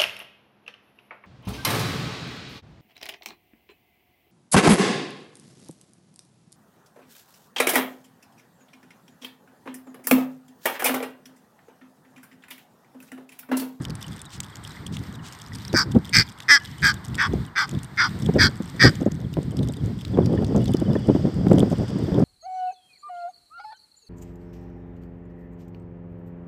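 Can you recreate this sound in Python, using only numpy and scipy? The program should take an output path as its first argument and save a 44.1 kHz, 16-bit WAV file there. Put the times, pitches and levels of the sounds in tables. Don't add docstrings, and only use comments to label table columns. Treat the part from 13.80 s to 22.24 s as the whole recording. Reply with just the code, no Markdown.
import sys
import numpy as np
from scipy import signal
from scipy.fft import rfft, irfft, next_fast_len
from scipy.io import wavfile
from scipy.ndimage import map_coordinates

SR = 44100
rng = np.random.default_rng(int(sys.argv[2]) if len(sys.argv) > 2 else 0)


def bounce(signal):
    frames = np.transpose(np.atleast_2d(signal))
    limited = np.clip(frames, -1, 1)
    pcm = np.round(limited * 32767).astype(np.int16)
    wavfile.write(sys.argv[1], SR, pcm)


N = 372204


def amp(db):
    return 10 ** (np.asarray(db) / 20)


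def unit(x):
    return x / np.sqrt(np.mean(x ** 2) + 1e-20)


def along(points, hz):
    point_hz, values = np.transpose(points)
    return np.interp(np.log(hz + 1), np.log(point_hz + 1), values)


def curves(rows, at):
    knots, *columns = np.transpose(rows)
    return [np.interp(at, knots, column) for column in columns]


def wobble(rate_hz):
    knots = rng.standard_normal(int(N * rate_hz / SR) + 4)
    return map_coordinates(knots, [np.arange(N) * rate_hz / SR])


def filtered(x, response):
    size = next_fast_len(len(x) + 8192)
    return irfft(rfft(x, size) * response(np.fft.rfftfreq(size, 1 / SR)), size)[:len(x)]


def noise(spectrum):
    return unit(filtered(rng.standard_normal(N), lambda hz: amp(along(spectrum, hz))))


def below(hz, edge_hz, order=12):
    return 1 / (1 + (hz / edge_hz) ** order)


def add(track, start_s, x):
    i = max(0, round(start_s * SR))
    track[i:i + len(x)] += x[:max(0, len(track) - i)]


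def resonance(hz, centre_hz, width_hz):
    return (1 + ((hz - centre_hz) / width_hz) ** 2) ** -2


def causal(gain):
    cepstrum = irfft(np.log(gain + 1e-6))
    half = len(cepstrum) // 2
    return np.exp(rfft(np.r_[cepstrum[0], 2 * cepstrum[1:half], np.zeros(half)]))


def wind_level_db(flutter_db=1.5):
    # time in seconds, level in dB.
    breeze = [(0, -40), (.65, -42.5), (1.17, -35.5), (1.62, -45), (2.07, -27.5), (2.58, -48), (3.48, -32),
              (3.75, -47), (4.17, -41.5), (4.55, -22), (4.88, -35.5), (5.25, -29.5), (6.25, -30),
              (6.45, -20.5), (7.15, -25), (7.75, -21), (8.07, -24.5), (8.44, -19)]
    # crest time in seconds, level in dB, half width in seconds.
    gusts = [(.06, -30.5, 0.051), (.31, -35.5, 0.032), (1.1, -33, .04), (1.21, -34, .025),
             (1.75, -32, 0.02), (1.953, -18, 0.012), (2.166, -11.5, 0.0094), (2.39, -27, 0.03),
             (3.05, -25.5, 0.027), (3.55, -27.5, 0.048), (3.941, -24.5, 0.029), (5.06, -15, 0.026),
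             (5.849, -24.5, .045), (7.83, -18, 0.017)]
    t = np.arange(N) / SR
    power = amp(curves(breeze, t)[0] + flutter_db * wobble(12)) ** 2
    for crest_s, db, width_s in gusts:
        power += amp(db) ** 2 / (1 + ((t - crest_s) / width_s) ** 2 / 4) ** 4
    return 10 * np.log10(power)


def wind(brightening=0.92):
    # frequency in Hz, relative density in dB.
    rumble_spectrum = [(20, -30), (40, -16.5), (70, -5), (120, 1.5), (200, -4), (300, -14), (450, -27.5),
                       (800, -75), (2000, -85)]
    eddy_spectrum = [(40, -50), (110, -10.5), (190, 3.5), (330, -1.5), (500, -9), (750, -19), (1100, -31),
                     (2000, -44.5), (6000, -68)]
    # start in seconds, level in dB, decay in seconds.
    puffs = [(1.94, -15, 0.0075), (2.162, -15, 0.013), (3.535, -16.5, 0.01), (3.941, -33.5, 0.031),
             (4.487, -11.5, 0.013), (4.561, -12, 0.0095), (4.803, -20, 0.012), (5.045, -9, 0.028),
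             (5.207, -19.5, 0.026), (5.26, -12.5, 0.019), (5.57, -15.5, 0.019), (6.374, -12, 0.037),
             (6.587, -14.5, 0.0079), (6.747, -16.5, 0.055), (6.942, -12, 0.014), (7.014, -15.5, 0.016),
             (7.153, -13.5, 0.011), (7.285, -9, 0.027), (7.349, -14, 0.025), (7.668, -7.5, 0.0068),
             (7.714, -6, 0.012), (7.778, -15.5, 0.014), (7.828, -12, 0.01), (8.319, -17, 0.015),
             (8.378, -13.5, 0.012)]
    level_db = wind_level_db()
    rumble = amp(level_db) * unit(amp(3.1 * wobble(24)) * noise(rumble_spectrum))
    lumps = amp(4.8 * wobble(40) + 2.8 * wobble(220))
    eddy_db = level_db - 6.5 + brightening * (np.minimum(level_db, -20) + 26.5)
    track = rumble + amp(eddy_db) * unit(lumps * noise(eddy_spectrum))
    swirl = amp(3.5 * wobble(260)) * noise(eddy_spectrum)
    t = np.arange(SR // 8) / SR
    for start_s, db, decay_s in puffs:
        envelope = (1 - np.exp(-t / 0.00033)) * np.exp(-(t / decay_s) ** 2)
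        burst = envelope * swirl.take(round(start_s * SR) + np.arange(len(t)), mode="wrap")
        add(track, start_s, amp(db) * burst * np.linalg.norm(envelope) / np.linalg.norm(burst))
    return track


def shore(crossover_hz=1940):
    # frequency in Hz, relative density in dB.
    spectrum = [(300, 8), (550, 0.5), (950, 9), (2000, 4), (2600, -9.5), (3500, -3.5), (4800, -7.5),
                (6500, -18), (8500, -12), (10500, -28.5), (14000, -15.5), (16000, -44)]
    # time in seconds, hum level in dB, hiss level in dB.
    levels = [(0.0, -48.5, -57.5), (5.24, -50, -53.5), (5.64, -53, -59.5), (8.44, -47.5, -55)]
    hum_db, hiss_db = curves(levels, np.arange(N) / SR)
    air = noise(spectrum)
    low = filtered(air, lambda hz: below(hz, crossover_hz))
    hum = amp(hum_db + 1.6 * wobble(4.14)) * unit(low)
    hiss = amp(hiss_db + 2.8 * wobble(11)) * unit(air - low)
    return hum + hiss


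def tick(pitch_hz, t60_s, splat, size=1024):
    hz, t = np.fft.rfftfreq(size, 1 / SR), np.arange(size) / SR
    spray = rng.standard_normal(size) * amp(-60 * t / t60_s)
    bubble = resonance(hz, pitch_hz, pitch_hz / 5)
    splat_band = (1 - below(hz, 740, order=2)) * below(hz, 9800, order=4)
    burst = irfft(rfft(spray) * causal(bubble + splat * splat_band))
    return burst / np.abs(burst).max()


def mud(clusters=230, ticks_per_cluster=3, cluster_s=0.02):
    # start in seconds, peak in dB, pitch in Hz.
    loud_ticks = [(0.0513, -20.5, 3350), (0.104, -28, 4730), (0.153, -27, 8350), (0.4165, -25, 8250),
                  (0.6032, -17, 7600), (1.0672, -27.5, 8750), (1.1678, -24, 3400), (1.7532, -28, 4660),
                  (1.8505, -26, 4860), (1.93, -22, 4700), (2.603, -25.5, 3490), (2.8507, -28.5, 3700),
                  (3.345, -27, 3250), (5.7904, -28, 3540), (5.831, -30, 3570), (6.2502, -26.5, 3550),
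                  (6.46, -25.5, 4560), (6.6458, -26.5, 3860), (6.8574, -25.5, 3580), (6.969, -27, 5100),
                  (7.7837, -22.5, 3150)]
    # time in seconds, base level of the patter in dB.
    patter_levels = [(0, -43.5), (1.8, -43), (3.7, -41.5), (5.7, -43.5), (6.3, -52.5), (7.0, -38.5),
                     (7.4, -57), (7.8, -41.5), (8.44, -49)]
    # frequency in Hz, gain on the patter in dB.
    patter_colour = [(1000, -17), (2700, -1), (3500, 5.5), (4100, -9), (5100, 1.5), (6500, -5), (8300, 1.5),
                     (10300, -5), (12000, 5), (15500, -6)]
    loud, patter = np.zeros(N), np.zeros(N)
    for start_s, db, pitch_hz in loud_ticks:
        add(loud, start_s, amp(db) * tick(pitch_hz, t60_s=0.015, splat=0.29))
    for onset_s in rng.random(clusters) * N / SR:
        for late, faintness, tone in rng.random((ticks_per_cluster, 3)):
            start_s = onset_s + cluster_s * late
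            db = curves(patter_levels, start_s)[0] - 5 * np.log(faintness + 0.017)
            add(patter, start_s, amp(db) * tick(3100 * 3 ** tone, t60_s=0.01, splat=0.37))
    return loud + filtered(patter, lambda hz: amp(along(patter_colour, hz)))


def drips(t60_s=0.034, rise=.12):
    # start in seconds, peak in dB, start pitch in Hz.
    drops = [(0.2428, -33, 2980), (0.9687, -35, 2000), (1.7205, -33.5, 1920), (6.576, -32, 1770),
             (7.1543, -30, 1750)]
    track, t = np.zeros(N), np.arange(SR // 20) / SR
    for start_s, db, pitch_hz in drops:
        phase = 2 * np.pi * pitch_hz * t * (1 + rise * t / t60_s / 2)
        add(track, start_s, amp(db - 60 * t / t60_s) * np.sin(phase))
    return track


def whistle(pitch_hz, length_s, fall):
    progress = np.linspace(0, 1, int(length_s * SR))
    phase = 2 * np.pi * np.cumsum(pitch_hz * (1 - fall * progress)) / SR
    return np.sin(np.pi * progress) * np.sin(phase)


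def chicks(far_peeps=32, trill_step_s=.06):
    # start in seconds, start pitch in Hz, peak in dB.
    near_peeps = [(.393, 3880, -44.5), (.456, 4140, -44), (.899, 4230, -46), (1.337, 4150, -47),
                  (1.801, 4250, -47), (1.891, 4250, -41), (3.161, 3960, -46), (5.886, 4040, -44),
                  (5.961, 3970, -47), (6.336, 3700, -43.5), (6.416, 3650, -45)]
    # start in seconds, end in seconds, level in dB.
    trills = [(2.802, 3.12, -51), (6.819, 7.39, -48)]
    track = np.zeros(N)
    for start_s, pitch_hz, db in near_peeps:
        add(track, start_s, amp(db) * whistle(pitch_hz, length_s=0.0203, fall=0.15))
    for when, tone in rng.random((far_peeps, 2)):
        add(track, when * N / SR, amp(-50) * whistle(3100 + 900 * tone, length_s=.02, fall=.16))
    for start_s, end_s, db in trills:
        for beat_s in np.arange(start_s, end_s, trill_step_s):
            late_s, detune, tilt_db = rng.normal(0, [.004, .016, 3])
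            low = whistle(3020 * (1 + detune), length_s=.026, fall=.025)
            high = whistle(3460 * (1 - detune), length_s=.016, fall=.04)
            add(track, beat_s + late_s, amp(db + tilt_db) * low)
            add(track, beat_s - .014, amp(db - tilt_db) * high)
    return track


def rustles():
    # crest time in seconds, level in dB, half width in seconds.
    swishes = [(0.541, -44, 0.026), (1.145, -44, 0.018), (1.465, -46, 0.028)]
    t = np.arange(N) / SR
    envelope = sum(amp(db) * np.exp(-np.minimum(((t - crest_s) / width_s) ** 2, 20))
                   for crest_s, db, width_s in swishes)
    return envelope * noise([(1500, -14), (3000, 0), (8500, -5), (11000, -22)])


def syrinx(length_s, pitch_hz, hoarseness, throat_fall, pitch_follow=.35):
    course = [(0, .55, .08), (.12, .68, .15), (.22, .82, .9), (.3, 1, 1), (.58, 1, .85), (.8, .97, .8),
              (1, .76, 1)]
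    t = np.arange(int(length_s * SR)) / SR
    speed, rasp = curves(course, t / length_s)
    speed *= 1 - pitch_follow * throat_fall * (t / length_s - .5)
    pulses = []
    for side, pitch_ratio in enumerate([1, .78]):
        cycles = np.cumsum(pitch_ratio * pitch_hz * speed) / SR
        times_s = np.interp(np.arange(int(cycles[-1]) + 1), cycles, t)
        chaos = hoarseness * np.interp(times_s, t, rasp)
        jitter, shimmer = rng.standard_normal((2, 64))[:, :len(times_s)]
        strength = amp(3 * chaos * shimmer) * (chaos if side else 1)
        pulses += zip(np.abs(times_s + .13 * chaos * jitter / pitch_hz), strength, chaos)
    return pulses


def windpipe_echo(hz):
    pipe_s, ground_s = rng.normal([.0026, .0013], .00015)
    ground = 1 + .3 * np.exp(-2j * np.pi * hz * ground_s)
    return ground / (1 - .38 * np.exp(-2j * np.pi * hz * pipe_s))


def breathy_pulse(hz, t, chaos, decay_s=.0011):
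    puff = rng.standard_normal(len(t)) * np.exp(-t / decay_s)
    airiness = (.08 + chaos) * hz / 2200
    return (1 + airiness * rfft(puff) / np.linalg.norm(puff)) / np.hypot(1, airiness)


def swell(voice, length_s, throat_db, bill_db, crossover_hz=3150, window=1024):
    # attack in seconds, its depth in dB, sag in dB per second, release in seconds, its depth in dB.
    throat_shape = (0.035, 13, 115, 0.026, 10.6)
    bill_shape = (0.039, 17.5, 62, 0.031, 12.4)
    low = filtered(voice, lambda hz: below(hz, crossover_hz))
    age_s = np.minimum(np.arange(len(voice)) / SR, length_s)
    call = np.zeros(len(voice))
    for band, db, shape in [(low, throat_db, throat_shape), (voice - low, bill_db, bill_shape)]:
        attack_s, attack_db, sag_db_per_s, release_s, release_db = shape
        opening_db = attack_db * np.maximum(1 - age_s / attack_s, 0) ** 2
        sag_db = sag_db_per_s * np.maximum(age_s - attack_s, 0)
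        closing_db = release_db * np.maximum(1 - (length_s - age_s) / release_s, 0) ** 2
        power = np.abs(signal.fftconvolve(band ** 2, np.hanning(window) / (window / 2), "same"))
        levelled = band / np.sqrt(power + .04 * np.mean(band ** 2))
        call += amp(db - opening_db - sag_db - closing_db) * levelled
    return call * np.minimum(age_s / .007 + .3, 1)


def honk(row, size=1024, pipe_fall=.1, bill_fall=0.025):
    # windpipe resonance at mid-call in Hz, width in Hz, gain in dB.
    pipe_modes = [(315, 190, -14), (920, 90, -9), (1232, 98, -13), (2200, 260, -15.5), (3405, 400, -16),
                  (5750, 560, -17), (7840, 1370, -27), (11600, 1700, -40), (14000, 2000, -43)]
    (start_s, length_s, pitch_hz, hoarseness, throat_db, throat_hz, throat_width_hz, throat_fall,
     between_db, bill_db, bill_hz, treble_db) = row
    hz, t = np.fft.rfftfreq(size, 1 / SR), np.arange(size) / SR
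    pipe_gain = sum(amp(db) * resonance(hz, mode_hz, width_hz) for mode_hz, width_hz, db in pipe_modes)
    hollows_db = -7 * resonance(hz, 2800, 230) - 8 * resonance(hz, 660, 160)
    contour = amp(hollows_db + between_db * resonance(hz, 3200, 1000))
    bill_gain = amp(-5 + 0.35 * (bill_db + 20.5))
    echo, fade = windpipe_echo(hz), 1 - (t / t[-1]) ** 2
    voice = np.zeros(SR // 5)
    for pulse_s, strength, chaos in syrinx(length_s, pitch_hz, hoarseness, throat_fall):
        closing = pulse_s / length_s - .5
        pipe = np.interp(hz * (1 + pipe_fall * closing), hz, pipe_gain)
        centre_hz = throat_hz * (1 - throat_fall * closing)
        throat = resonance(hz, centre_hz, throat_width_hz)
        bill = bill_gain * resonance(hz, bill_hz * (1 - bill_fall * closing), width_hz=600)
        skirt = amp(-11 * below(hz, .62 * centre_hz))
        treble = amp((treble_db - 4 - 24 * closing ** 2) * (1 - below(hz, 6700)))
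        snap_db = 7.5 * np.log2(np.clip(strength, .25, 2))
        snap = amp(snap_db * (1 - below(hz, 3900)))
        tract = causal((pipe + throat + bill) * skirt * contour * treble * snap)
        add(voice, pulse_s, strength * fade * irfft(breathy_pulse(hz, t, chaos) * echo * tract))
    return swell(voice, length_s, throat_db, bill_db)


def swan():
    # start in seconds, length in seconds, nominal top pitch in Hz, hoarseness 0-1,
    # throat level in dB, its resonance in Hz, width in Hz and fall as a share, gain between the
    # registers in dB, bill level in dB, its resonance in Hz, relative treble in dB.
    calls = [(1.941, .095, 289.4, 0.8, -19, 1500, 556, 0.29, -14, -18.5, 4910, 2.5),
             (2.328, 0.1, 278.8, 0.77, -16, 1990, 710, 0.12, -5, -13.5, 4840, 8.5),
             (2.683, 0.097, 287.4, 0.03, -9, 1726, 290, 0.086, 1.5, -15, 5060, 8),
             (3.023, 0.099, 291.4, .5, -14, 1634, 366, 0.19, 4, -22.5, 4780, 11.5),
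             (3.379, 0.1, 307.2, 0.59, -18, 1520, 544, 0.36, 8.5, -31.5, 4940, 2),
             (3.7545, 0.1, 305, .85, -18.5, 1490, 580, 0.34, 3, -28, 4830, 2),
             (4.173, .105, 312.2, .65, -16, 1510, 510, 0.47, 1, -25.5, 4890, -7),
             (4.584, .1, 313.3, 0.65, -14.5, 1630, 400, 0.23, 4, -16.5, 4750, 4.5),
             (4.995, 0.099, 321, 0.48, -12, 1696, 403, 0.18, 2.5, -16.5, 4840, 4.5)]
    track = np.zeros(N)
    for row in calls:
        add(track, row[0], honk(row))
    return track


def bank_echo(x, t60_s=0.45, wet_db=-34):
    t = np.arange(SR // 2) / SR
    scatter = rng.standard_normal(len(t)) * amp(-60 * t / t60_s)
    tail = filtered(scatter, lambda hz: below(hz, 4100, order=2))
    return amp(wet_db) * signal.fftconvolve(x, tail / np.linalg.norm(tail))[:N]


def bushes(flutter_db=2.0):
    # frequency in Hz, relative density in dB.
    spectrum = [(2500, -9), (3400, -2), (4000, -15), (4800, 0), (6500, -16), (8500, -15.5), (10500, -44)]
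    # time in seconds, level in dB.
    levels = [(5.2, -75), (6.5, -53.5), (8.44, -53)]
    level_db = curves(levels, np.arange(N) / SR)[0] + flutter_db * wobble(5)
    return amp(level_db) * noise(spectrum)


def scene():
    honks = swan()
    birds = honks + bank_echo(honks) + chicks()
    return (birds + mud() + rustles() + drips() + wind() + shore() + bushes())[None]


def record(dry, low_cut_hz=31, top_hz=16000):
    rounded = dry[0] / (1 + np.abs(dry[0]) ** 8) ** (1 / 8)
    return filtered(rounded, lambda hz: (1 - below(hz, low_cut_hz, order=4)) * (hz < top_hz))[None]


dry = scene()
out = record(dry)
bounce(out)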